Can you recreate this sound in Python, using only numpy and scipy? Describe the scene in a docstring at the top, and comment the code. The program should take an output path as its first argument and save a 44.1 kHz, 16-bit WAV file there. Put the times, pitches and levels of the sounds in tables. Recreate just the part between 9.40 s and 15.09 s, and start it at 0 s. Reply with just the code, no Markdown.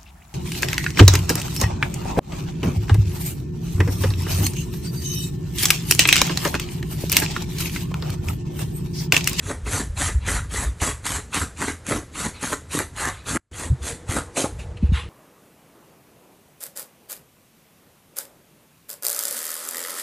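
"""A puppy digs at a quilted duvet on a bed, close to the microphone, in a small quiet room.
Each paw stroke brushes the cover, then rubs shell, folds and filling: noise and tiny slips, coloured by each layer.
Claws snag in short clicks as they bite and sometimes haul a fold along. The mattress rocks with every stroke
(low noise) and now and then thumps (swelling sine tones). The sound drops out briefly, then the digging
resumes; it ends in a soft rustle with a few thumps. Soft air noise and a late, hollow drone lie behind."""
import sys
import numpy as np
from scipy import signal
from scipy.fft import rfft, irfft
from scipy.io import wavfile
from scipy.ndimage import uniform_filter1d

SR = 44100
rng = np.random.default_rng(int(sys.argv[2]) if len(sys.argv) > 2 else 0)


def wav_record(signal):
    """Record a signal, one row per channel, as 16-bit PCM in the file named by sys.argv[1]."""
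    frames = np.transpose(np.atleast_2d(signal))
    bounded = np.clip(frames, -1, 1)
    # unit amplitude maps onto the largest positive 16-bit level
    quanta = np.round(bounded * 32767).astype(np.int16)
    wavfile.write(sys.argv[1], SR, quanta)


N = 250929  # length in samples

# one row a paw stroke, levels before the final balance of the layers (the last, faint one fades as it lands):
# [touch_s, claws_bite_s, fade_starts_s, swish_db, drag_through_folds_db, crush_of_filling_db, rocking_of_bed_db]
STROKES = [(0.015, 0.099, .12, -34, -35.5, -35, -39), (0.252, 0.337, 0.4, -26, -30.5, -29.5, -35),
           (0.559, 0.61, .68, -24.5, -28.5, -38, -28), (0.848, .886, 0.97, -27, -27, -35.5, -24),
           (1.097, 1.15, 1.238, -28.5, -31.5, -33.5, -30.5), (1.395, 1.427, 1.497, -25.5, -28.5, -34, -28),
           (1.636, 1.666, 1.763, -26.5, -30.5, -37, -28), (1.917, 1.952, 2.024, -27, -32, -36.5, -30),
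           (2.158, 2.217, 2.31, -31.5, -34.5, -38.5, -35), (2.449, 2.496, 2.567, -29.5, -32, -32, -34),
           (2.733, 2.803, 2.866, -28.5, -33.5, -36, -35), (2.995, 3.036, 3.13, -30, -37.5, -38, -40),
           (3.296, 3.342, 3.4, -27.5, -33, -33.5, -33), (3.548, 3.612, 3.69, -29.5, -28, -37.5, -34.5),
           (3.849, 3.896, 3.957, -28.5, -34, -35.5, -31.5), (4.12, 4.196, 4.255, -33.5, -37, -40, -35.5),
           (4.413, 4.479, 4.51, -29, -36.5, -34.5, -35.5), (4.672, 4.71, 4.79, -30, -33.5, -33, -33),
           (4.952, 4.977, 5.023, -23, -33, -28.5, -50), (5.182, 5.197, 5.156, -30.5, -45, -58, -42)]
# sound colour of the smooth outer shell: [pitch_hz, level_db per Hz]
SHELL = [(1500, -31), (2300, -1.5), (2900, -2.5), (3800, 0), (4500, -3), (5200, -7), (6100, 0.5),
         (7000, 3.5), (8300, 3), (9000, 0.5), (10000, 1), (11200, -4), (12000, -10), (12400, -36.5)]
# sound colour of the folds beneath: [pitch_hz, level_db per Hz]
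FOLDS = [(350, -14), (650, -4), (800, -1.5), (960, 1.5), (1080, 2), (1220, 3), (1500, 2), (1750, 1.5),
         (2000, 1.5), (2350, -8.5), (3200, -33)]
# the sound drops out: [time_s, gain_db]
DROPOUT = [(3.975, 0), (3.979, -22), (3.998, -24), (4.002, -36), (4.11, -30), (4.114, 0)]
CATCH_S = 0.0105  # half length of a catch
FIRST_TICK_S = 0.016  # from the touch of the paw until the claws meet the cloth


def paws(swish, drag, crush):
    """Shell, folds and filling rub in their own colours, but all follow the same stick and slip."""
    # sound colour of the filling: [pitch_hz, level_db per Hz]
    filling_spectrum = [(70, -14), (125, -1.5), (165, 2.5), (200, 0), (280, 1.5), (400, -3.5), (560, -8.5),
                        (800, -16), (1400, -27)]
    # sound colour of a hollow, drone-like rub: [pitch_hz, level_db per Hz]
    hollow_spectrum = [(330, -12.5), (450, 2), (600, 3), (720, -2.5), (860, -3), (1100, -25)]
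    # how strong the hollow rub is: [time_s, level_db relative to the crush]
    hollow_level = [(4.1, -24), (4.2, -9.5), (4.77, -3), (5.04, -2.5), (5.2, 5)]
    judder = wander(rate_hz=137)
    shell = friction(SHELL, per_s=2500, spread_db=-3.5, smooth=1.64, judder_db=0.74 * judder, patchy_db=3.5)
    folds = friction(FOLDS, per_s=420, spread_db=2.5, smooth=0.7, judder_db=1.3 * judder, patchy_db=3.2)
    filling = friction(filling_spectrum, per_s=400, spread_db=4.5, smooth=0.85,
                       judder_db=1.1 * judder, patchy_db=4.0)
    hollow = friction(hollow_spectrum, per_s=500, spread_db=4, smooth=1.0,
                      judder_db=1.2 * judder, patchy_db=3.5)
    filling = filling + hollow * gain_of(curve(hollow_level))
    # final balance of the three layers
    return shell * swish * gain_of(-1.27) + folds * drag * gain_of(-1.72) + filling * crush * gain_of(0.6)


def efforts(touch_db=-19, pad_db=-4, sag_db=-2.5, land_db_per_s=700, fade_db_per_s=320, damp_db_per_s=310,
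            settle_db=-14, settle_db_per_s=140, rest_db=(-64, -58, -60)):
    """Amplitudes of swish, drag and crush: most paws land, speed up, bite, slow a little and lift;
    the last faint stroke is already fading as it lands."""
    # the claws catch a whole fold and haul it along: [time_s, level_db]
    catches = [(.108, -31.5), (.276, -37.5), (.347, -32), (.62, -29), (.697, -29.5), (1.972, -24),
               (2.022, -25.5), (2.224, -25), (2.238, -28.5), (2.289, -25), (2.52, -24), (2.855, -26),
               (3.039, -28.5), (3.129, -24), (3.403, -27.5), (3.686, -33), (3.961, -25), (4.772, -24),
               (5.052, -30)]
    still_s = 5.33  # the paws come to rest
    bite_db = -4  # every bite catches a little cloth: level relative to the drag
    catch_crush_db, catch_swish_db = 1.5, -8.5  # how a catch weighs on the crush and on the swish
    t = np.arange(N) / SR
    power = gain_of(rest_db)[:, None] ** 2 * (t < still_s)  # the cloth keeps stirring between strokes
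    for touch, bite, lift, swish_db, drag_db, crush_db, _ in STROKES:
        near = abs(t - bite) < 0.4
        now = t[near]
        rise_db = touch_db * np.clip((bite - now) / (bite - touch), 0, 1) ** 1.36
        rise_db -= land_db_per_s * np.maximum(touch - now, 0)
        rise_db += pad_db * (now < touch + FIRST_TICK_S)  # only the soft pad rubs until the claws meet the cloth
        coast_s = np.maximum(now - lift, 0)
        fall = gain_of(-fade_db_per_s * coast_s) ** 2
        fall += gain_of(settle_db - settle_db_per_s * coast_s) ** 2  # the shell keeps sliding faintly
        slowing_db = np.interp(now, [bite, lift], [0, sag_db])
        power[0, near] += fall * gain_of(swish_db + rise_db + slowing_db) ** 2
        # folds and filling rise a little more steeply than the shell and do not keep sliding
        grip = gain_of(1.02 * rise_db - damp_db_per_s * coast_s)
        power[1:, near] += (gain_of([[drag_db], [crush_db]]) * grip) ** 2
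    # the deeper the paw, the more a catch crushes
    depth_db = 10 * np.log10((power[2] + 1e-12) / (power[1] + 1e-12))
    bites = [(bite, drag_db + bite_db) for _, bite, _, _, drag_db, *_ in STROKES]
    for s, db in bites + catches:
        crush_db = db + depth_db[round(s * SR)] + catch_crush_db
        power += catch(s) * gain_of([[db + catch_swish_db], [db], [crush_db]]) ** 2
    return np.sqrt(power)


def catch(s):
    """Power of a fold hauled along by the claws: it grips abruptly and slips off more gently."""
    u = np.clip((np.arange(N) / SR - s) / CATCH_S, -3, 6)
    return np.exp(-u * u * np.where(u < 0, u * u, 1))


def friction(spectrum, per_s, spread_db, smooth, judder_db, patchy_db):
    """Tiny slips of uneven size over a smooth rub, bunched by the judder of the paw."""
    size = gain_of(spread_db * np.minimum(rng.exponential(1, N), 4))
    slips = size * rng.choice([-1, 1], N) * (rng.random(N) < per_s / SR)
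    force = evened(slips) + smooth * rng.standard_normal(N)
    rub = colour(force * gain_of(judder_db), spectrum)
    return evened(crumple(rub, patchy_db))


def crumple(x, depth_db, size=512):
    """The cloth changes shape as it moves, so its resonances drift in patches of pitch and time."""
    overlap = size * 3 // 4
    z = signal.stft(x, nperseg=size, noverlap=overlap)[2]
    patches = uniform_filter1d(rng.standard_normal(z.shape), size=3, axis=0)
    patches = uniform_filter1d(patches, size=14, axis=1)
    return signal.istft(z * gain_of(depth_db * evened(patches)), nperseg=size, noverlap=overlap)[1][:N]


def snags(swish, drag, snap_s=0.00029, pop_s=0.00047, pop_db=-1, size=1024, count=300):
    """The taut shell snaps as a claw lets go; the deeper the claw sits, the more the fold beneath it pops."""
    # single snags of a claw, loud and moderate: [time_s, peak_db before loud peaks are rounded off]
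    single_snags = [(0.619, -5), (.888, -19), (1.418, -15), (1.655, -14), (1.667, -8), (1.7199, -11.5),
                    (1.9452, -6), (1.956, -11.5), (2.218, -13.5), (2.467, -16), (3.029, -16), (3.131, -11),
                    (3.39, -7), (3.655, -9.5), (3.959, -14)]
    out, t = np.zeros(N), np.arange(size) / SR
    depth = drag / (swish + 1e-9)
    tears = rng.standard_normal((count, size))
    for (s, db), tear in zip(single_snags + further_snags(swish), tears):
        snap = colour(tear * np.exp(-t / snap_s), SHELL)
        pop = colour(tear * np.exp(-t / pop_s), FOLDS)
        click = evened(snap) + gain_of(pop_db) * depth[round(s * SR)] * evened(pop)
        add(out, s, gain_of(db) * click / abs(click).max())
    return out


def further_snags(swish, count=10):
    """Further snags (time_s, peak_db): a tick as the claws land, then a run at most bites that slows and weakens."""
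    per_s, peak_db, spread_db = 135, 11, 0.5  # starting rate, first peak relative to the swish, scatter
    slowing, weakening_db = 1.25, 0.7  # from snag to snag: growth of the gap, loss of level
    first_tick_db = 3.5  # peak relative to the drag
    rows, k = [], np.arange(count)
    for touch, bite, lift, _, drag_db, *_ in STROKES:
        gaps = slowing ** k * (0.5 + rng.random(count)) / per_s
        times = bite - CATCH_S + np.cumsum(gaps) - gaps[0]
        sizes = peak_db - weakening_db * k + spread_db * rng.standard_normal(count)
        rows.append((touch + FIRST_TICK_S, drag_db + first_tick_db))
        for s, db in zip(times, sizes):
            if s < lift:
                rows.append((s, db + 20 * np.log10(swish[round(s * SR)])))
    return rows


def cover():
    """A duller, softer rustle: each paw brushes the cover as it touches; sometimes the cover slides by itself."""
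    # sound colour of the cover: [pitch_hz, level_db per Hz]
    cover_spectrum = [(600, -16), (950, -3.5), (1650, -3.5), (2000, -2.5), (2600, 2), (3200, -6),
                      (4100, -5), (5200, -19), (7000, -19), (10500, -19), (12500, -40.5)]
    # the cover slides slowly over itself: [start_s, level_db, time_to_swell_s]
    slides = [(0.794, -42.5, 0.073), (1.923, -30.5, 0.03), (2.931, -42, 0.034), (3.715, -44, 0.043),
              (5.367, -44, .008), (5.412, -46.5, 0.034), (5.517, -31.5, 0.045)]
    brush_db, brush_s = -11.5, 0.022  # level relative to the swish, time to swell
    speed = np.zeros(N)
    brushes = [(touch, swish_db + brush_db, brush_s) for touch, _, _, swish_db, *_ in STROKES]
    for s, db, swell_s in slides + brushes:
        add(speed, s, gain_of(db) * swell(swell_s))
    judder_db = 0.43 * wander(rate_hz=90)
    return speed * friction(cover_spectrum, per_s=3000, spread_db=-2.5, smooth=1.4,
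                            judder_db=judder_db, patchy_db=4.5)


def mattress():
    """Low rocking of the bed, with a few soft blows that swell and die in several cycles."""
    # the mattress takes a blow: [start_s, level_db before loud peaks are rounded off, pitch_hz, time_to_swell_s]
    thumps = [(.055, -22, 101, 0.0095), (.225, -23.5, 59.4, 0.022), (.328, -19, 93.5, 0.015),
              (.495, -21.5, 52.4, 0.0097), (0.742, -10, 64.7, .02), (1.183, -20, 63, 0.012),
              (1.254, -16, 61.3, .026), (1.416, -15, 70, 0.008), (4.299, -8.5, 75.4, 0.013),
              (4.313, -12.5, 126, 0.013), (4.404, -23, 69.4, 0.021), (4.691, -14.5, 91, 0.0054),
              (5.425, -12.5, 203, 0.0065), (5.432, -7, 70.6, .013), (5.489, -10, 76.5, 0.01),
              (5.518, -12, 150, 0.0044), (5.521, -10.5, 69.5, 0.014)]
    # sound colour of the rocking: (pitch_hz, level_db per Hz)
    rock_spectrum = [(22, -22), (30, -14.5), (42, 1.0), (62, 3), (90, 4.5), (125, -4.5), (180, -13.5), (280, -32.5)]
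    out = evened(colour(rng.standard_normal(N), rock_spectrum)) * rocking()
    for s, db, hz, swell_s in thumps:
        push = swell(swell_s)
        tone = np.sin(2 * np.pi * hz * np.arange(len(push)) / SR)
        add(out, s, gain_of(db) * push * tone)
    return out


def rocking(rise_db=-12, fade_db_per_s=150, onset_db_per_s=500):
    """Amplitude of the bed's motion: most strokes build it up until the paw lifts, then it dies away."""
    # the bed sways under the puppy's shifting weight: [time_s, level_db]
    sway = [(0, -36), (.9, -28), (1.6, -45.5), (2.7, -49), (4.3, -43), (4.9, -62.5), (5.15, -33.5),
            (5.69, -33.5)]
    t = np.arange(N) / SR
    power = gain_of(curve(sway)) ** 2
    for touch, _, lift, *_, rock_db in STROKES:
        shape_db = np.interp(t, [touch, lift], [rise_db, 0])
        shape_db -= onset_db_per_s * np.maximum(touch - t, 0)
        shape_db -= fade_db_per_s * np.maximum(t - lift, 0)
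        near = shape_db > -60
        power[near] += gain_of(rock_db + shape_db[near]) ** 2
    return np.sqrt(power)


def room(x, wet_db=-11, wall_s=0.0052):
    """Reflections from the near wall onwards, each band of pitch dying at its own speed."""
    # time for the echoes to fade by 60 dB: [pitch_hz, fade_s]
    fade_times = [(150, 0.19), (1000, 0.21), (4000, 0.22), (12000, 0.25)]
    count = SR // 2
    taps = rng.standard_normal(count) * (rng.random(count) < 3000 / SR)  # about 3000 reflections a second
    taps *= np.arange(count) / SR > wall_s
    hz, t, z = signal.stft(taps, SR, nperseg=256)
    fading = gain_of(-60 * t / read(fade_times, hz)[:, None])
    tail = signal.istft(z * fading, SR, nperseg=256)[1]
    return gain_of(wet_db) * signal.oaconvolve(x, tail / np.linalg.norm(tail))[:N]


def drone(level_db=-50):
    """A faint, hollow drone of the room, made of coloured noise, that comes in as the dropout ends."""
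    # sound colour of the drone: [pitch_hz, level_db per Hz]
    drone_spectrum = [(200, -25), (330, 3), (440, -8.5), (480, 10.5), (530, -12.5), (640, -11), (850, -7),
                      (1200, -18)]
    hum = evened(colour(rng.standard_normal(N), drone_spectrum))
    return gain_of(level_db) * hum * (np.arange(N) / SR > DROPOUT[-1][0])


def air(level_db=-48):
    """Steady, mostly low noise of the quiet room: random air motion, coloured."""
    # sound colour of the air: [pitch_hz, level_db per Hz]
    air_spectrum = [(30, -11), (60, -4.5), (120, -5.5), (200, -9.5), (330, -14.5), (480, -12.5), (700, -21),
                    (1500, -22.5), (3000, -30), (8000, -35), (12000, -56)]
    return gain_of(level_db) * evened(colour(rng.standard_normal(N), air_spectrum))


def swell(time_s):
    """A soft push that peaks after the given time and dies away."""
    u = np.arange(SR // 2) / SR / time_s
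    return (u * np.exp(1 - u)) ** 2


def wander(rate_hz):
    """Smooth chance of unit rms that mostly moves no faster than the rate."""
    hz = np.fft.rfftfreq(N, 1 / SR)
    return evened(irfft(rfft(rng.standard_normal(N)) / (1 + (hz / rate_hz) ** 4), N))


def colour(x, spectrum, size=4096):
    """Filter with the given spectrum, falling 20 dB an octave beyond its ends; nothing sounds early."""
    hz = abs(np.fft.fftfreq(size, 1 / SR)) + 1
    octaves_outside = abs(np.log2(hz / np.clip(hz, spectrum[0][0], spectrum[-1][0])))
    log_gain = np.log(gain_of(np.maximum(read(spectrum, hz) - 20 * octaves_outside, -100)))
    # the Hilbert transform finds the phase that puts the response as early as possible
    taps = np.fft.ifft(np.exp(np.conj(signal.hilbert(log_gain)))).real
    return signal.oaconvolve(x, taps[:size // 2])[:len(x)]


def gain_of(db):
    """Decibels to amplitude."""
    return 10 ** (np.asarray(db) / 20)


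def evened(x):
    """Scales to unit rms (average strength)."""
    return x / np.sqrt(np.mean(x ** 2) + 1e-20)


def read(points, hz):
    """Reads a table of values by pitch, on a log-frequency axis."""
    f, value = np.transpose(points)
    return np.interp(np.log(hz + 1), np.log(f + 1), value)


def curve(rows):
    """The second column of a timed table, joined by straight lines, at every sample."""
    rows = np.array(rows)
    return np.interp(np.arange(N) / SR, rows[:, 0], rows[:, 1])


def add(mix, s, sound):
    """Mixes a sound in at a time in seconds."""
    part = mix[max(round(s * SR), 0):][:len(sound)]
    part += sound[:len(part)]


def scene():
    """Nearly mono: the two sides differ only very faintly."""
    swish, drag, crush = efforts()
    cloth = paws(swish, drag, crush) + snags(swish, drag) + cover()
    mid = cloth + room(cloth, wet_db=-9.5) + mattress() + air() + drone()
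    side = room(mid, wet_db=-40.5)
    return np.array([mid + side, mid - side])


def record(dry, ceiling=0.32, edge_hz=13000):
    """Peaks are rounded off, the sound drops out for a moment, and the treble ends steeply."""
    rounded = dry / (1 + (dry / ceiling) ** 8) ** (1 / 8)
    interrupted = rounded * gain_of(curve(DROPOUT))
    treble_cut = signal.firwin(255, edge_hz, window=("kaiser", 9), fs=SR)
    return signal.oaconvolve(interrupted, treble_cut[None], "same")


dry = scene()
out = record(dry)
wav_record(out)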